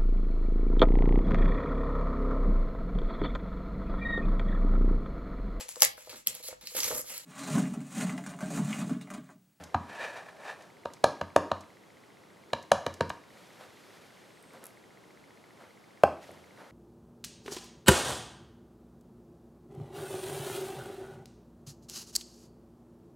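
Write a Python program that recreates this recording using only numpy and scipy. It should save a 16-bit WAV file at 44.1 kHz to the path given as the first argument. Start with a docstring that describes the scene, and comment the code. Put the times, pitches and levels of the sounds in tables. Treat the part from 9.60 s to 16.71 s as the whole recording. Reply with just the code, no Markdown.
"""A wood-mounted rubber stamp, tapped on a plastic ink pad in two bunches, then set down hard on card.
Close perspective, from a camera microphone straight above the table in a small room. Each knock rings
block, case and table, and the room answers. A low thud and a soft rush fade at the very start; the
pad's hollow case is set down and slid on the cutting mat. Later hands brush the card and the tacky
rubber crackles. Behind it all are the camera's faint ticking, room tone and microphone hiss."""
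import sys
import numpy as np
from scipy import signal
from scipy.fft import rfft, irfft, next_fast_len
from scipy.io import wavfile
from scipy.ndimage import map_coordinates

SR = 44100
rng = np.random.default_rng(int(sys.argv[2]) if len(sys.argv) > 2 else 0)


def to_wav(sig):
    """Store sig (one row per channel, or 1-D mono) as 16-bit WAV at the path in sys.argv[1].

    Samples outside -1..1 are clipped; the rate is SR.
    """
    pcm = np.clip(np.atleast_2d(sig), -1, 1) * 32767
    pcm = np.round(pcm).astype(np.int16)
    wavfile.write(sys.argv[1], SR, pcm.T)  # frames by channels


N = 313551

# The pad's case set down on the mat with a double knock, then the stamp's knocks on the pad.
# Thud, clack and snap colour the bass, middle and treble:
# start_s, level_db, thud_db, clack_db, snap_db, nominal_pitch_hz
CASE_AND_STAMP_KNOCKS = [(0.145, -16.5, 12, 15, 5, 747), (0.1475, -15, 12.5, -5, -8, 740),
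                         (1.256, -18, -7, 4, -0.5, 597), (1.441, -0.5, -13, 4, 4, 638),
                         (1.613, -18.5, 5.5, 10, 7.5, 626), (1.762, -1.5, -9, 3, 1, 621),
                         (1.9157, -14.5, 5, 10, 5, 657), (2.933, -13.5, -4, 5.5, 10, 589),
                         (3.117, 1, -11.5, -3, 2.5, 618), (3.265, -13.5, 3, 4, 6.5, 578),
                         (3.408, -9.5, 6, 5, 4, 550), (3.502, -25, 2, 12.5, 15.5, 656)]
# Table top, block and pad case ringing together: pitch_hz, level_db, t60_s
PAD_MODES = [ (89.5, -28.5, 0.25), (134, -27, 0.065), (207, -14.5, 0.03), (233, -20, 0.034),
             (291.3, -26.5, 0.096), (443, -9.5, 0.0061), (547, -28, 0.21), (565, 3.5, 0.017),
             (733, -14, 0.025), (933.3, -18.5, 0.063), (1128, -1.5, 0.0072), (1268, -15, 0.018),
             (1655, -11, 0.015), (2370, -23, 0.015), (2850, -19, 0.011), (3950, -19, 0.01),
             (6530, -23.5, 0.0055)]
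# The crack of knocked plastic: frequency_hz, density_db
CRACK_SPECTRUM = [(300, 13.5), (1200, 6), (1700, 16.5), (2100, -9.5), (3000, 5), (4200, 4.5), (5000, -2),
                  (7000, 0), (8200, -6.5), (10800, -3.5), (13000, -22), (16000, -32)]
# The block lying flat on card and table: pitch_hz, level_db, t60_s
CARD_MODES = [(82, -38.5, 0.32), (175, -35.5, 0.08), (308, -22, 0.037), (465, -9, 0.01), (622, 1, 0.017),
              (760, -12, 0.026), (803, -18, 0.092), (1053, -20.5, 0.028), (1276, -22.5, 0.028),
              (1545, -21, 0.023)]
# Rubber slapping card: frequency_hz, density_db
SLAP_SPECTRUM = [(400, -0.5), (1400, -1), (1950, -1.5), (2650, 5), (3200, -4), (3800, -16), (4700, -11.5),
                 (5600, -16.5), (7500, -15.5), (11000, -17), (13500, -33), (16000, -40)]
# A low thud dying away at the very start; later, soft bumps of the stamp rocking:
# start_s, level_db, thud_db
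SOFT_THUDS = [(0.003, -38, 26.5), (6.6914, -29.5, 7), (6.715, -34.5, 9), (6.759, -36, 13)]
# Tacky inked rubber letting go: start_s, level_db
TACKY_SNAPS = [(4.8265, -32), (4.9348, -35), (5.0402, -18.5), (5.051, -30), (5.056, -17.5), (5.067, -18),
               (6.7145, -31.5)]
# The case ticking as its load shifts: start_s, level_db
PLASTIC_TICKS = [(0.0376, -18.5), (1.0226, -29), (1.2535, -29), (1.336, -20), (2.0075, -24.5),
                 (3.0265, -26), (3.3402, -19), (3.4945, -16.5)]
# The case shoved over the mat: peak_s, level_db, swell_s, fade_s
CASE_SHOVES = [(0.295, -46, 0.019, 0.33), (0.44, -37.5, 0.26, 0.25), (0.576, -40.5, 0.08, 0.1),
               (0.69, -47, 0.14, 0.076), (0.895, -39.5, 0.19, 0.12), (1.01, -49.5, 0.09, 0.18)]
# Resonances of the hollow case: pitch_hz, width_hz, level_db
SHELL_MODES = [(570, 160, -11.5), (950, 23, 1), (1200, 18, -11), (1747, 154, 6.5), (2360, 230, -2),
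               (3640, 260, -14), (5700, 200, -15)]
# Plastic scraping the mat: frequency_hz, density_db
SCRAPE_SPECTRUM = [(60, -55), (200, -21), (450, -3), (620, 4.5), (1400, -5.5), (2500, -30), (3200, -19),
                   (6000, -22.5), (9000, -25.5), (15000, -41)]
# A soft mid-range rush fading at the very start; later, fingers shifting on the block:
# peak_s, level_db, swell_s, fade_s
RUSH_AND_GRIPS = [(0.01, -50, 0.079, 0.24), (4.01, -49.5, 0.029, 0.082), (4.94, -54.5, 0.034, .13),
                  (5.03, -54.5, 0.056, 0.16), (6.02, -52.5, 0.077, 0.13), (7.01, -51.5, 0.11, 0.3)]
# Hands and arms brushing the card: peak_s, level_db, swell_s, fade_s
CARD_BRUSHES = [(3.78, -61.5, 0.24, 1.6), (4.34, -61.5, 1, 1.2), (6.63, -56.5, .04, 0.36)]
# Dull rub: frequency_hz, density_db
RUB_SPECTRUM = [(50, -54), (200, -11.5), (400, -11), (520, -2.5), (900, -10.5), (1600, -11.5), (2500, -24),
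                (6000, -63)]
# Brushing hiss: frequency_hz, density_db
SWISH_SPECTRUM = [(300, -40), (900, 1), (2000, 6), (3500, 5), (6000, -1), (10000, -6), (13000, -7.5),
                  (16000, -25)]
# Decay of the small room: frequency_hz, t60_s
ROOM_DECAY = [(100, 0.14), (300, 0.52), (600, .38), (1000, 0.38), (4000, 0.43), (12000, 0.33)]
# Colour of the room's tail: frequency_hz, gain_db
ROOM_COLOUR = [(80, 0), (180, 6), (300, 4), (450, -4.5), (610, -6), (950, 0), (1500, -2.5), (2100, -2),
               (2900, -3), (4000, -5), (5000, 2), (6700, -4), (12000, -5.5)]
# Room tone and microphone hiss, centre: frequency_hz, density_db
AIR_SPECTRUM = [(15, -63), (25, -24.5), (64, -14.5), (108, -4), (180, -1), (263, -3), (394, -1.5),
                (560, -5.5), (695, -7), (911, -8), (2110, -15), (2690, -17.5), (3250, -17.5),
                (11300, -28.5), (16000, -38)]
# Room tone that differs between left and right: frequency_hz, density_db
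SIDE_SPECTRUM = [(15, -47), (25, -18), (262, -0.5), (797, -6), (1340, -12.5), (2240, -13.5), (4500, -39),
                 (6620, -51), (12000, -50), (15600, -67), (22000, -120)]


def case_and_stamp_knocks(touch_hz=686, touch_s=0.0016, lead_s=0.0029, hard_top_hz=12500):
    """Case on mat, then stamp on pad: a soft first touch, then ringing modes under a plastic crack."""
    out, t = np.zeros(N), np.arange(SR // 2) / SR
    for start_s, db, thud_db, clack_db, snap_db, nominal_hz in CASE_AND_STAMP_KNOCKS:
        tilt = [(250, thud_db), (450, 0), (750, 0),
                (1000, clack_db), (1700, clack_db - 6), (2500, snap_db)]
        body = ring(PAD_MODES, t, tilt, rise_s=0.0015, scatter_db=1.8, pitch=(nominal_hz / 600) ** 1.28)
        top_hz = hard_top_hz * 2 ** (db / 12)  # a blow 12 dB softer is an octave duller
        crack = amp(snap_db - 0.5) * burst(CRACK_SPECTRUM, t, t60_s=0.028)
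        crack = filtered(crack, lambda hz: 1 / np.hypot(1, (hz / top_hz) ** 2))
        add(out, start_s, in_room(amp(db) * (body + crack)))
        press = (t / touch_s) ** 2
        touch = np.sin(2 * np.pi * touch_hz * t) * press * np.exp(-press)
        add(out, start_s - lead_s, amp(-15.5 + db / 2) * touch)
    return out


def stamp_on_card(start_s=6.4355, level_db=4, slap_db=-7):
    """The stamp lands flat on the card: one firm, dark knock into the table."""
    out, t = np.zeros(N), np.arange(SR // 2) / SR
    body = ring(CARD_MODES, t, tilt=[(600, 0)], rise_s=0.0011, scatter_db=0.4)
    slap = amp(slap_db) * burst(SLAP_SPECTRUM, t, t60_s=0.017)
    add(out, start_s, in_room(amp(level_db) * (body + slap)))
    return out


def soft_thuds():
    """The opening low thud and, later, the rocking stamp sound mostly in the table's low modes."""
    out, t = np.zeros(N), np.arange(SR // 2) / SR
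    for start_s, db, thud_db in SOFT_THUDS:
        tilt = [(200, thud_db), (600, -4), (1500, -15)]
        bump = ring(CARD_MODES, t, tilt, rise_s=0.0011, scatter_db=1.5)
        add(out, start_s, in_room(amp(db) * bump, tail_gain_db=-29.5))
    return out


def clicks(events, centre_hz, t60_s, octave_below_db):
    """Plastic or tacky rubber lets go in tiny snaps, each a burst of noise round one pitch."""
    out, t = np.zeros(N), np.arange(SR // 4) / SR
    hump = [(centre_hz / 8, -25), (centre_hz / 2, octave_below_db), (centre_hz, 0),
            (centre_hz * 2, -14), (centre_hz * 4, -30)]
    for start_s, db in events:
        snap = coloured(burst(hump, t, t60_s), [(12500, -5), (16000, -16)])
        add(out, start_s, in_room(amp(db) * snap))
    return out


def case_slide(scrape_db=-3, flutter_db=1.3):
    """The case catches and slips on the mat; the harder the push, the more its hollow shell rings."""
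    def shell_response(hz):
        modes = sum(amp(db) * resonance(hz, centre, width) for centre, width, db in SHELL_MODES)
        return modes / (1 + (hz / 5000) ** 2)

    push = strokes(CASE_SHOVES)
    shell = unit(filtered(rng.standard_normal(N), shell_response))
    shell_share = (push / push.max()) ** 0.58
    friction = shell_share * shell + amp(scrape_db) * noise(SCRAPE_SPECTRUM)
    return friction * push * amp(flutter_db * wobble(rate_hz=140))


def rush_and_hands(brush_rub_db=-0.5, dull_swish_db=-11.5, grain_db=1):
    """A soft opening rush; later, skin rubs the block and brushes the card with a grainy hiss."""
    dull, brush = strokes(RUSH_AND_GRIPS), strokes(CARD_BRUSHES)
    rub = (dull + amp(brush_rub_db) * brush) * noise(RUB_SPECTRUM)
    swish = (brush + amp(dull_swish_db) * dull) * noise(SWISH_SPECTRUM)
    return (rub + swish) * amp(grain_db * wobble(rate_hz=62))


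def rubber_squeak(peak_s=4.87, level_db=-69, ramp_s=0.28, pitch_hz=8400, width_hz=220):
    """Pressed rubber creeps over the card with a thin, faint whistle."""
    whistle = filtered(rng.standard_normal(N), lambda hz: resonance(hz, pitch_hz, width_hz))
    return strokes([(peak_s, level_db, ramp_s, ramp_s)]) * unit(whistle)


def camera_ticks(level_db=-50, pitch_hz=2050, width_s=0.0011, frame_rate_hz=29.97):
    """Right by the microphone, the camera's drive ticks softly on every second frame."""
    out, t = np.zeros(N), np.arange(-SR // 200, SR // 200) / SR
    envelope = np.exp(-(t / width_s) ** 2)
    for start_s in np.arange(0.0305, N / SR, 2 / frame_rate_hz):
        size, detune, offset = rng.standard_normal(3)
        phase = 2 * np.pi * pitch_hz * (1 + 0.025 * detune) * t + np.pi * offset
        tone = np.sin(phase) + 0.17 * np.sin(2 * phase)
        add(out, start_s, amp(level_db + 0.5 * size) * envelope * tone)
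    return out


def in_room(dry, tail_gain_db=-37.5, delay_s=0.0066, build_s=0.00076, wall_s=0.014, wall_db=-19):
    """The microphone hears the direct sound, a dull echo off the nearest wall, and the room's tail."""
    hz, t, spectra = signal.stft(rng.standard_normal(SR // 2), SR, nperseg=256)
    decay = amp(-60 * t / along(ROOM_DECAY, hz)[:, None])
    tail = coloured(signal.istft(spectra * decay, SR, nperseg=256)[1], ROOM_COLOUR)
    age_s = np.maximum(np.arange(len(tail)) / SR - delay_s, 0)
    tail *= 1 - np.exp(-age_s / build_s)
    echo = filtered(dry, lambda f: amp(wall_db) * np.exp(-2j * np.pi * f * wall_s) / (1 + 1j * f / 4000))
    return dry + echo + amp(tail_gain_db) * signal.fftconvolve(dry, tail)[:len(dry)]


def room_tone(mid_db=-58, side_db=-64):
    """Steady room air and microphone hiss, as mid and side."""
    return amp(mid_db) * noise(AIR_SPECTRUM), amp(side_db) * noise(SIDE_SPECTRUM)


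def ring(modes, t, tilt, rise_s, scatter_db, pitch=1):
    """Struck modes swell, the low ones last, and die away; pitch shifts only the damped block modes."""
    hz, db, t60_s = np.transpose(modes)
    is_block = (hz > 400) & (hz < 800) & (t60_s < 0.06)
    hz = np.where(is_block, hz * pitch, hz)
    gain = amp(db + along(tilt, hz) + scatter_db * rng.standard_normal(len(hz)))
    mode_rise_s = rise_s * (600 / hz[:, None]) ** 0.43
    swell = 1 - np.exp(-(t / mode_rise_s) ** 2)
    decay = amp(-60 * t / t60_s[:, None])
    polarity = (-1) ** np.arange(len(hz))
    return (polarity * gain) @ (np.sin(2 * np.pi * hz[:, None] * t) * decay * swell)


def burst(spectrum, t, t60_s):
    """A short contact noise of energy 1: many tiny touches, with a smooth spectrum."""
    fade = amp(-60 * t / t60_s)
    bins = rfft(rng.standard_normal(len(t)) * fade)
    colour = amp(along(spectrum, np.fft.rfftfreq(len(t), 1 / SR)))
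    touches = irfft(bins / np.abs(bins) * colour, len(t)) * np.sqrt(fade)
    return touches / np.linalg.norm(touches)


def strokes(rows, range_db=22):
    """Gain of a series of strokes: each rises range_db over its swell and falls as much over its fade."""
    t = np.arange(N) / SR
    gains = [amp(db - range_db * np.maximum((peak_s - t) / swell_s, (t - peak_s) / fade_s))
             for peak_s, db, swell_s, fade_s in rows]
    return np.linalg.norm(gains, axis=0) + 1e-9


def amp(db):
    return 10 ** (np.asarray(db) / 20)


def unit(x):
    return x / np.sqrt(np.mean(x ** 2) + 1e-20)


def along(points, hz):
    """Interpolate (frequency_hz, value) points on a log frequency axis."""
    point_hz, values = np.transpose(points)
    return np.interp(np.log(hz + 1), np.log(point_hz + 1), values)


def wobble(rate_hz):
    """A smooth random curve with rate_hz knots a second."""
    knots = rng.standard_normal(int(N * rate_hz / SR) + 4)
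    return map_coordinates(knots, [np.arange(N) * rate_hz / SR])


def filtered(x, response):
    """Pass x through a frequency response."""
    length = x.shape[-1]
    padded = next_fast_len(length + SR // 8)
    return irfft(rfft(x, padded) * response(np.fft.rfftfreq(padded, 1 / SR)), padded)[..., :length]


def coloured(x, curve):
    """Equalise x by (frequency_hz, gain_db) points."""
    return filtered(x, lambda hz: amp(along(curve, hz)))


def noise(spectrum):
    """Coloured noise of rms 1."""
    return unit(coloured(rng.standard_normal(N), spectrum))


def resonance(hz, centre, width):
    """Response of one damped resonance."""
    return 1j * hz * width / (centre ** 2 - hz ** 2 + 1j * hz * width)


def add(track, start_s, sound):
    """Mix a sound into the track."""
    start = max(round(start_s * SR), 0)
    track[start:start + len(sound)] += sound[:max(len(track) - start, 0)]


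def scene():
    """The work lies straight under the microphone; only room tone and hiss have some width."""
    plastic = clicks(PLASTIC_TICKS, centre_hz=6500, t60_s=0.047, octave_below_db=-4)
    rubber = clicks(TACKY_SNAPS, centre_hz=10500, t60_s=0.014, octave_below_db=-13)
    knocks = case_and_stamp_knocks() + stamp_on_card() + soft_thuds()
    friction = case_slide() + rush_and_hands() + rubber_squeak()
    centre = knocks + plastic + rubber + friction + camera_ticks()
    air, side = room_tone()
    return np.array([centre + air + side, centre + air - side])


def record(dry, low_cut_hz=62, top_hz=15850):
    """The camera drops the deep bass and keeps nothing above its band limit."""
    low_cut = signal.butter(2, low_cut_hz, "highpass", fs=SR, output="sos")
    return filtered(signal.sosfilt(low_cut, dry), lambda hz: hz < top_hz)


dry = scene()
out = record(dry)
to_wav(out)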